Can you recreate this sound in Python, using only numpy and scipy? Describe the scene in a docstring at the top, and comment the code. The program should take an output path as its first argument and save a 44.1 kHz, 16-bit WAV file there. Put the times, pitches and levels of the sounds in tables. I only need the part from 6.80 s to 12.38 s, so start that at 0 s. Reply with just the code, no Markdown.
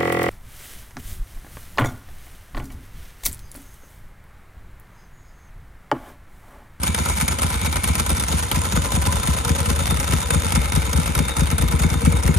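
"""At arm's length from a twin-cylinder motorcycle, a hand-held phone drifts towards the tailpipe of the uneven idle.
Each firing rings its cylinder's exhaust pipe with decaying sines, and noisy gas follows.
Loose clutch plates and valve gear clack against the metal cases over a whirr: noise bursts through resonances.
Narrow bands of noise make the parts that keep singing between the clacks.
The two microphone ports hear the metalwork with a phase of their own."""
import sys
import numpy as np
from scipy import signal
from scipy.fft import rfft, irfft
from scipy.io import wavfile
from scipy.ndimage import uniform_filter1d

SR = 44100
rng = np.random.default_rng(int(sys.argv[2]) if len(sys.argv) > 2 else 0)


def attenuation_scalar(level_db):
    """Turn a level in dB into a linear amplitude multiplier (20 dB per decade)."""
    decades = np.asarray(level_db, float) / 20
    return 10 ** decades


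def pcm_store(signal):
    """Save signal as 16-bit PCM."""
    levels = np.round(np.clip(np.atleast_2d(signal), -1, 1) * 32767)
    wavfile.write(sys.argv[1], SR, levels.astype(np.int16).T)


N = 246078

# The cylinders taking turns, lead first. Each row: start in seconds, relative bark in dB,
# relative level of the clacking that goes with it in dB.
FIRINGS = [(-0.062, -41, -31), (-0.023, -36, -31.5), (0.0467, -26, -20.5), (0.089, -17.0, -22),
           (0.158, -25, -24), (0.2, -17, -22.5), (0.27, -22.5, -22), (0.307, -27, -22), (0.381, -26, -27.5),
           (0.424, -14, -21.5), (0.4928, -20.5, -17), (0.5304, -28, -25.5), (0.6004, -23, -24),
           (0.6406, -14, -19.5), (0.7125, -25, -30.5), (0.751, -21, -25), (0.8289, -19.0, -24.5),
           (0.8712, -15.5, -22.0), (0.9393, -27, -23.5), (0.9753, -29, -22.5), (1.055, -20, -20.5),
           (1.0969, -14.0, -24.7), (1.1661, -19, -22), (1.205, -18, -23.4), (1.2752, -26, -24.5),
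           (1.314, -14.5, -22), (1.3801, -19.5, -27), (1.4206, -37, -26.5), (1.496, -19.5, -26.5),
           (1.5373, -12.0, -23.5), (1.6076, -25.0, -27), (1.6443, -35, -28.5), (1.729, -17, -18.5),
           (1.7673, -10, -25), (1.8292, -25, -29.1), (1.8655, -21.5, -25.5), (1.9353, -14.5, -22.5),
           (1.9716, -10, -23.6), (2.0325, -33, -30.2), (2.065, -35, -25.5), (2.1337, -15, -24.5),
           (2.1704, -12.0, -26.5), (2.234, -21, -27.5), (2.2732, -12.5, -26.5), (2.3389, -15.5, -23.4),
           (2.3767, -33, -27.5), (2.4448, -19, -25), (2.4836, -10.5, -28.5), (2.548, -20, -30),
           (2.588, -46, -26), (2.663, -17.0, -24), (2.7023, -9.5, -24.5), (2.7645, -22.0, -32),
           (2.8037, -14, -30.5), (2.8717, -15, -26), (2.9085, -12, -26), (2.974, -19.0, -32),
           (3.011, -19, -26.5), (3.0831, -15.5, -28.5), (3.12, -9, -22.5), (3.1831, -17.5, -28),
           (3.2184, -35, -24), (3.2916, -15, -27), (3.332, -8.5, -23), (3.397, -25, -33),
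           (3.441, -35, -26.5), (3.517, -15.5, -18), (3.5546, -7.5, -23.5), (3.615, -29, -33),
           (3.6545, -19, -29), (3.733, -14, -22), (3.7717, -7.5, -21.5), (3.83, -31, -30),
           (3.8638, -58, -28), (3.935, -13, -26.5), (3.97, -7, -25), (4.0317, -30, -30),
           (4.0782, -19, -27.5), (4.1437, -12.5, -24.5), (4.1829, -7.5, -25), (4.2448, -35.0, -32),
           (4.2879, -15, -26), (4.3632, -11, -20), (4.3991, -8, -23.5), (4.4626, -25, -29),
           (4.5044, -42, -23), (4.5788, -12.7, -23), (4.6165, -6.5, -27.5), (4.684, -24, -29),
           (4.724, -10, -24), (4.7962, -11.5, -21), (4.8311, -8, -27), (4.896, -17, -27.5),
           (4.9341, -9.0, -25.5), (5.0046, -12, -26), (5.045, -5, -26), (5.1134, -13, -27),
           (5.1509, -12.0, -28.4), (5.231, -12, -30), (5.2707, -2, -23), (5.3352, -10.5, -28),
           (5.381, -27, -27), (5.4467, -9.0, -28.2), (5.4886, -2, -24.5), (5.556, -11, -30),
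           (5.595, -25, -22.5)]
# How the boom follows the bark, lead cylinder then trailing one. Each row: offset in dB,
# boom in dB per dB of bark, least boom in dB even for a lean firing.
BOOM_RULES = [(-0.5, 0.93, -24), (-3.5, 0.62, -16.5)]
# Exhaust path of each cylinder at full pitch. Each row: frequency in Hz, level against the firing in dB,
# time to fall by 60 dB in seconds, polarity (1 or -1).
LEAD_PIPE = [(63.3, 2.2, .336, -1), (85.7, 15.6, .021, 1), (87.3, -14.5, .5, 1), (135, 11.2, .034, -1),
             (198.5, -2.2, .063, 1), (300.7, -20, .135, -1)]
TRAILING_PIPE = [(68.3, -2.5, .204, -1), (86.3, -1.9, .163, 1), (157.9, 15.6, .053, -1),
                 (163, 15.4, .044, 1), (224.8, -5.5, .088, 1), (273.1, -2.5, .021, -1)]
# The phone turns while it drifts. Each row: time in seconds, right port against left in dB.
PHONE_TURN = [(0, 1), (2, -1.5), (4, -3.5), (5.58, -2)]
# The phone leans in and draws back. 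Each row: time in seconds, closeness (0 to 1).
CLOSENESS = [(0, 0), (1.1, 0.09), (1.7, 0.78), (2.4, 0.9), (3.0, 0.66), (4.0, 0.09), (5.58, 0.2)]
# Clacks tied to the lead firing. Each row: milliseconds before it, added case knock in dB, tick in dB
# and plate ring in dB, dB per dB of the firing's clacking.
LEAD_CLACKS = [(28.7, -7, -19.5, -12, 1.04), (13.85, 6.5, 6.5, 11, 0.94)]
# Clacks timed from the lead to the trailing firing. Each row: share of that gap, added knock in dB, tick in dB
# and ring in dB, dB per dB of healthy trailing bark.
PAIR_CLACKS = [(0.429, 5, 3.5, 11, -0.01), (.72, 6, 5, 6, 0.14), (1.3, -7.5, -30, -9, -0.4)]
# Whirr of gears and belts at a steady effort. Each row: time in seconds, relative low part in dB, high part in dB.
WHIRR = [(0, -35, -34.5), (2.6, -32, -33), (5.58, -34.5, -38.5)]
# Basic colour of the metalwork in the sum and in the difference of the two ports.
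# Each row: frequency in Hz, relative density in dB per Hz.
SUM_COLOUR = [(200, 4), (330, -8.5), (680, -9.5), (1150, -14), (1670, -13), (2900, -11.5), (4100, -13.5),
              (6200, -13.5), (7100, -18), (7700, -23.5), (9800, -18), (11800, -13), (13500, -21.5),
              (15600, -50)]
DIFFERENCE_COLOUR = [(200, -4.5), (330, -19), (680, -7), (1100, -15), (1550, -13), (1940, -20.5),
                     (2900, -12), (5200, -16.5), (7300, -11.5), (9700, -14.5), (10600, -47), (11800, -30),
                     (13500, -26), (15600, -23)]
# Resonances of cases and plates. Each row: frequency in Hz, width in Hz,
# boost in the sum in dB, boost in the difference in dB.
CASE_RESONANCES = [(881, 160, 8.5, 0), (978, 30, 5.5, 13), (1306, 277, 11, 10), (1482, 34, 5, 11.5),
                   (2150, 1060, 5, 2), (3550, 26, -4.5, 7), (6545, 210, 7, -10)]
# Clutch plates, boosted more in the difference of the ports. 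Each row: frequency in Hz, width in Hz,
# boost in the sum in dB, boost in the difference in dB.
PLATE_RESONANCES = [(8100, 260, 2, 12), (8320, 300, 2, 10), (8520, 240, 2, 13), (9100, 600, 5, 9)]
# How the difference of the ports follows their sum. Each row: frequency in Hz, share in phase,
# share a quarter cycle ahead.
PORT_PHASE = [(300, 0.28, 0.45), (596, 0.72, 0.46), (790, -0.24, -0.4), (1470, -0.33, -0.84),
              (1800, 0.35, -0.16), (2600, 0.73, 0.26), (4400, 0.28, -0.17), (5800, -0.28, -.45),
              (7500, 0.14, -0.91), (9200, -0.077, 1), (10700, 0, .6), (13400, 0, -.33)]
# Where one kind of metal sound hands over to the next. Each entry: frequency in Hz.
BAND_EDGES = (1600, 2800, 4600, 7600, 9700)
# Parts that keep singing. Each row: frequency in Hz, width in Hz, left against right in dB.
SINGING_PARTS = [(470, 30, 5), (550, 40, 0), (1015, 70, -1), (2170, 140, 3), (2300, 150, 3), (3612, 85, 3),
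                 (3760, 110, 3), (6765, 230, 0)]
# Loudness of each singing part. Each row: relative level at the start in dB, dB gained when close,
# drift in dB per second, dB per dB that the phone has turned.
SINGING_LEVELS = [(-53, 6, 1.5, -.8), (-51.5, 8, 0.2, -1.2), (-43.5, 5, -0.26, 0.6),
                  (-44.5, -11, -0.07, -1), (-40.5, -24, -1.4, 0.2), (-49.5, 4, -0.88, -2.5),
                  (-49, -7.5, -1.5, -3), (-44.5, 3, -0.06, 0.2)]


def along(table, x, log=False):
    """Reads every column of a table at x, with straight lines between the rows."""
    at, *columns = np.transpose(table)
    if log:
        x, at = np.log(x), np.log(at)
    return [np.interp(x, at, column) for column in columns]


def spikes(s, db):
    """One impulse for each event, at its time and level."""
    out = np.zeros(N)
    at = (s * SR).astype(int)
    inside = (at >= 0) & (at < N)
    np.add.at(out, at[inside], attenuation_scalar(db)[inside])
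    return out


def lag(x, tau_s):
    """Lets each impulse die away exponentially from its full height."""
    return signal.lfilter([1], [1, -np.exp(-1 / (tau_s * SR))], x)


def unit(x):
    """Scales a signal to an rms of 1."""
    return x / np.sqrt(np.mean(x ** 2))


def walk(rate):
    """Random levels, rate new ones a second, joined by slopes; the spread is near 1."""
    hold = int(SR / rate)
    steps = np.repeat(rng.standard_normal(N // hold + 1), hold)
    return unit(uniform_filter1d(steps, hold)[:N])


def band(x, lo_hz, hi_hz):
    """Keeps only the sound around the range between two frequencies."""
    return signal.sosfilt(signal.butter(2, [lo_hz, hi_hz], "band", fs=SR, output="sos"), x)


def firings():
    """Rows (s, boom dB, bark dB); the boom follows the bark by its cylinder's rule."""
    s, bark_db = np.transpose(FIRINGS)[:2]
    offset, slope, least = np.resize(BOOM_RULES, (len(s), 3)).T
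    boom_db = np.maximum(offset + slope * bark_db, least)
    # the boom loses a little when the phone leans in
    boom_db = boom_db - 0.36 * along(CLOSENESS, s)[0]
    return np.c_[s, boom_db, bark_db]


def pipe_rings():
    """Each firing strikes the resonances of its cylinder's pipe, which die away as sines."""
    t = np.arange(SR // 5) / SR
    margin = len(t)
    rings = np.zeros(N + 3 * margin)
    for k, (s, boom_db, bark_db) in enumerate(firings()):
        # a bark far below its boom rings up to a tenth lower and longer
        pitch = 1 - .1 * np.clip((boom_db - bark_db - 5) / 15, 0, 1)
        start = margin + int(s * SR)
        for hz, db, t60, polarity in (LEAD_PIPE, TRAILING_PIPE)[k % 2]:
            # boom below 110 Hz, bark above
            size = polarity * attenuation_scalar(db + (boom_db if hz < 110 else bark_db))
            fade = np.exp(-np.log(1000) * pitch * t / t60)
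            rings[start:start + margin] += size * np.sin(2 * np.pi * hz * pitch * t) * fade
    return rings[margin:margin + N]


def exhaust():
    """Pipe rings with turbulent gas after each firing; the right port is in the phone's shadow."""
    s, boom_db = firings().T[:2]
    blows = spikes(s, boom_db)
    noise = rng.standard_normal((3, N))
    throb = attenuation_scalar(-14.0) * lag(blows, 0.072) * unit(band(noise[0], 47.0, 83.0))
    gas = [attenuation_scalar(-18.0) * lag(blows, 0.034) * unit(band(n, 139.0, 350.0)) for n in noise[1:]]
    left = pipe_rings() + throb + gas[0]
    # the shadow dulls the sound above 152 Hz
    shade = np.exp(-2 * np.pi * 152.0 / SR)
    shaded = signal.lfilter([1 - shade], [1, -shade], left)
    right = attenuation_scalar(1.0) * shaded + attenuation_scalar(-1.5) * gas[1]
    turn_db = along(PHONE_TURN, np.arange(N) / SR)[0]
    return np.array([left, right * attenuation_scalar(turn_db)])


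def pace():
    """Crank effort near 1: it jumps when a cylinder fires, shortly before the bark leaves the pipe, then sags."""
    s, _, bark_db = firings().T
    push = lag(spikes(s - .018, .5 * bark_db), 0.041)
    return push / uniform_filter1d(push, SR // 2)


def clacks():
    """Clacks at set crank angles: columns s, knock, tick, ring dB; trailing bark weights the later ones."""
    s, _, clack_db = np.transpose(FIRINGS[::2])
    later, trail_db, pair_db = np.transpose(FIRINGS[1::2])
    # a healthy trailing bark grows by 1.5 dB a second as the tailpipe nears
    health = np.clip(trail_db + 29 - 1.5 * s, -14., 12.)
    lead = []
    for ms, *parts_db, follow in LEAD_CLACKS:
        lead.append([s - ms / 1000] + [follow * clack_db + db for db in parts_db])
    pair = []
    for share, *parts_db, follow in PAIR_CLACKS:
        when = s + share * (later - s)
        pair.append([when] + [pair_db + db + follow * health for db in parts_db])
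    return np.concatenate(lead + pair, axis=1)


def small_ticks(per_s, spread_db, ring_s):
    """Teeth and rockers ticking at random, mostly faint, a few strong."""
    when, size = rng.random((int(per_s * N / SR), 2)).T
    # the log makes the levels uneven
    return unit(lag(spikes(when * N / SR, -spread_db * np.log(size)), ring_s))


def rattle(s, db, floor_db, small, hit_s, tail_s, tail_db, smooth_db):
    """Loudness of one part of the metalwork: a quick clack, a longer shudder, small ticks and a smooth whirr."""
    blows = spikes(s, db)
    clack = lag(blows, hit_s) - lag(blows, 0.24 * hit_s)
    shudder = attenuation_scalar(tail_db) * lag(blows, tail_s)
    # plates bounce several times within one clack
    bounce = attenuation_scalar(2.2 * walk(700))
    whirr = attenuation_scalar(floor_db) * (small + attenuation_scalar(smooth_db))
    return unit(bounce * (clack + shudder) + whirr)


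def causal(db):
    """Turns a gain curve into a response that rings only after the blow (minimum phase)."""
    fold = irfft(db * np.log(10) / 20, N)
    fold[1:N // 2] *= 2
    fold[N // 2 + 1:] = 0
    return np.exp(rfft(fold))


def metalwork(effort):
    """Clacks and whirr excite cases and plates; sum and difference of the ports get their own colour."""
    s, knock_db, tick_db, ring_db = clacks()
    # no two clacks quite alike in timing or plate ring
    s = s + .001 * rng.standard_normal(len(s))
    ring_db = ring_db + 4 * rng.standard_normal(len(s))
    # the whirr swells and sags with the crank effort
    low_db, high_db = along(WHIRR, np.arange(N) / SR) + 4.2 * np.log10(effort + 0.084)
    small = small_ticks(per_s=300, spread_db=3.6, ring_s=.0022)
    # every clack lands on another spot and leans darker or brighter
    knock_lean, tick_lean = 2.0 * rng.standard_normal((len(s), 2)).T
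    # last four settings: hit and tail in seconds, tail and smooth whirr in dB
    thud = rattle(s, knock_db - knock_lean, low_db, small, 0.0069, 0.0077, -46.0, 0.0059)
    knock = rattle(s, knock_db + knock_lean, low_db, small, 0.0056, 0.0091, -34.0, 1.0)
    tick = rattle(s, tick_db - tick_lean, high_db, small, 0.0039, 0.0075, -30.0, 1.5)
    click = rattle(s, tick_db + tick_lean, high_db, small, 0.0036, 0.0039, -36.0, -7.0)
    ring = rattle(s, ring_db, high_db + 8., small, .003, .015, -14., 0.)
    air = rattle(s, tick_db, high_db - 1.5, small, 0.0018, 0.0081, -13.5, -12.0)

    # dense rattling noise, slightly grainy in level
    noise = unit(rng.standard_normal((2, N)) * attenuation_scalar(1.5 * rng.standard_normal(N)))
    hz = np.maximum(np.fft.rfftfreq(N, 1 / SR), 1)
    part = np.searchsorted(BAND_EDGES, hz)
    near = np.choose(part, [rfft(e * noise[0]) for e in (thud, knock, tick, click, air, air)])
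    other = np.choose(part, [rfft(e * noise[1]) for e in (thud, knock, tick, click, ring, air)])

    sum_db = along(SUM_COLOUR, hz, True)[0]
    diff_db = along(DIFFERENCE_COLOUR, hz, True)[0]
    for centre_hz, width_hz, peak_db, apart_db in CASE_RESONANCES + PLATE_RESONANCES:
        shape = 1 / (1 + (2 * (hz - centre_hz) / width_hz) ** 2)
        sum_db = sum_db + peak_db * shape
        diff_db = diff_db + apart_db * shape
    body = causal((sum_db + diff_db) / 2)
    apart = attenuation_scalar((diff_db - sum_db) / 2)

    # the difference is partly the sum shifted in phase, partly noise of its own
    in_phase, ahead = along(PORT_PHASE, hz, True)
    rest = np.sqrt(np.clip(1 - in_phase ** 2 - ahead ** 2, 0, 1))
    mid = irfft(near * body / apart, N)
    side = irfft(((in_phase + 1j * ahead) * near + rest * other) * body * apart, N)
    # the part common to both ports sits at -28 dB rms
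    return attenuation_scalar(-28) / np.sqrt(np.mean(mid ** 2)) * np.array([mid + side, mid - side])


def singing(effort):
    """Narrow resonances kept alive by the crank effort and struck anew by each clack."""
    s, knock_db = clacks()[:2]
    t = np.arange(N) / SR
    close = np.clip(along(CLOSENESS, t)[0], 0, 1)
    turn_db = along(PHONE_TURN, t)[0]
    drive = unit(effort ** 0.16 + .5 * unit(lag(spikes(s, knock_db), 0.02)))
    out = 0
    for (hz, width_hz, pan_db), levels in zip(SINGING_PARTS, SINGING_LEVELS):
        start_db, close_db, drift_db, turn = levels
        db = start_db + close_db * close + drift_db * t + turn * turn_db
        # a slow sway and a quicker flutter in level
        db = db + 2.5 * walk(9) + 2.07 * walk(45)
        noise = rng.standard_normal((2, N))
        one, two = (unit(band(n, hz - width_hz / 2, hz + width_hz / 2)) for n in noise)
        left = attenuation_scalar(pan_db / 2) * (one + 0.49 * two)
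        right = attenuation_scalar(-pan_db / 2) * (one - 0.5 * two)
        out = out + attenuation_scalar(db) * drive * np.array([left, right])
    return attenuation_scalar(-0.5) * out


def scene():
    """Exhaust, clacking metalwork and singing parts together."""
    effort = pace()
    return exhaust() + metalwork(effort) + singing(effort)


def band_limit(x):
    """A steep low-pass at the top of the band."""
    return signal.sosfilt(signal.butter(12, 15720, fs=SR, output="sos"), x)


def record(dry):
    """The phone cuts the deepest bass, below 50 Hz, and rounds the highest peaks."""
    cut = signal.butter(3, 50, "high", fs=SR, output="sos")
    trimmed = signal.sosfilt(cut, dry)
    mix = 1.485 * np.tanh(trimmed / 1.51)
    return band_limit(mix)


dry = scene()
out = record(dry)
pcm_store(out)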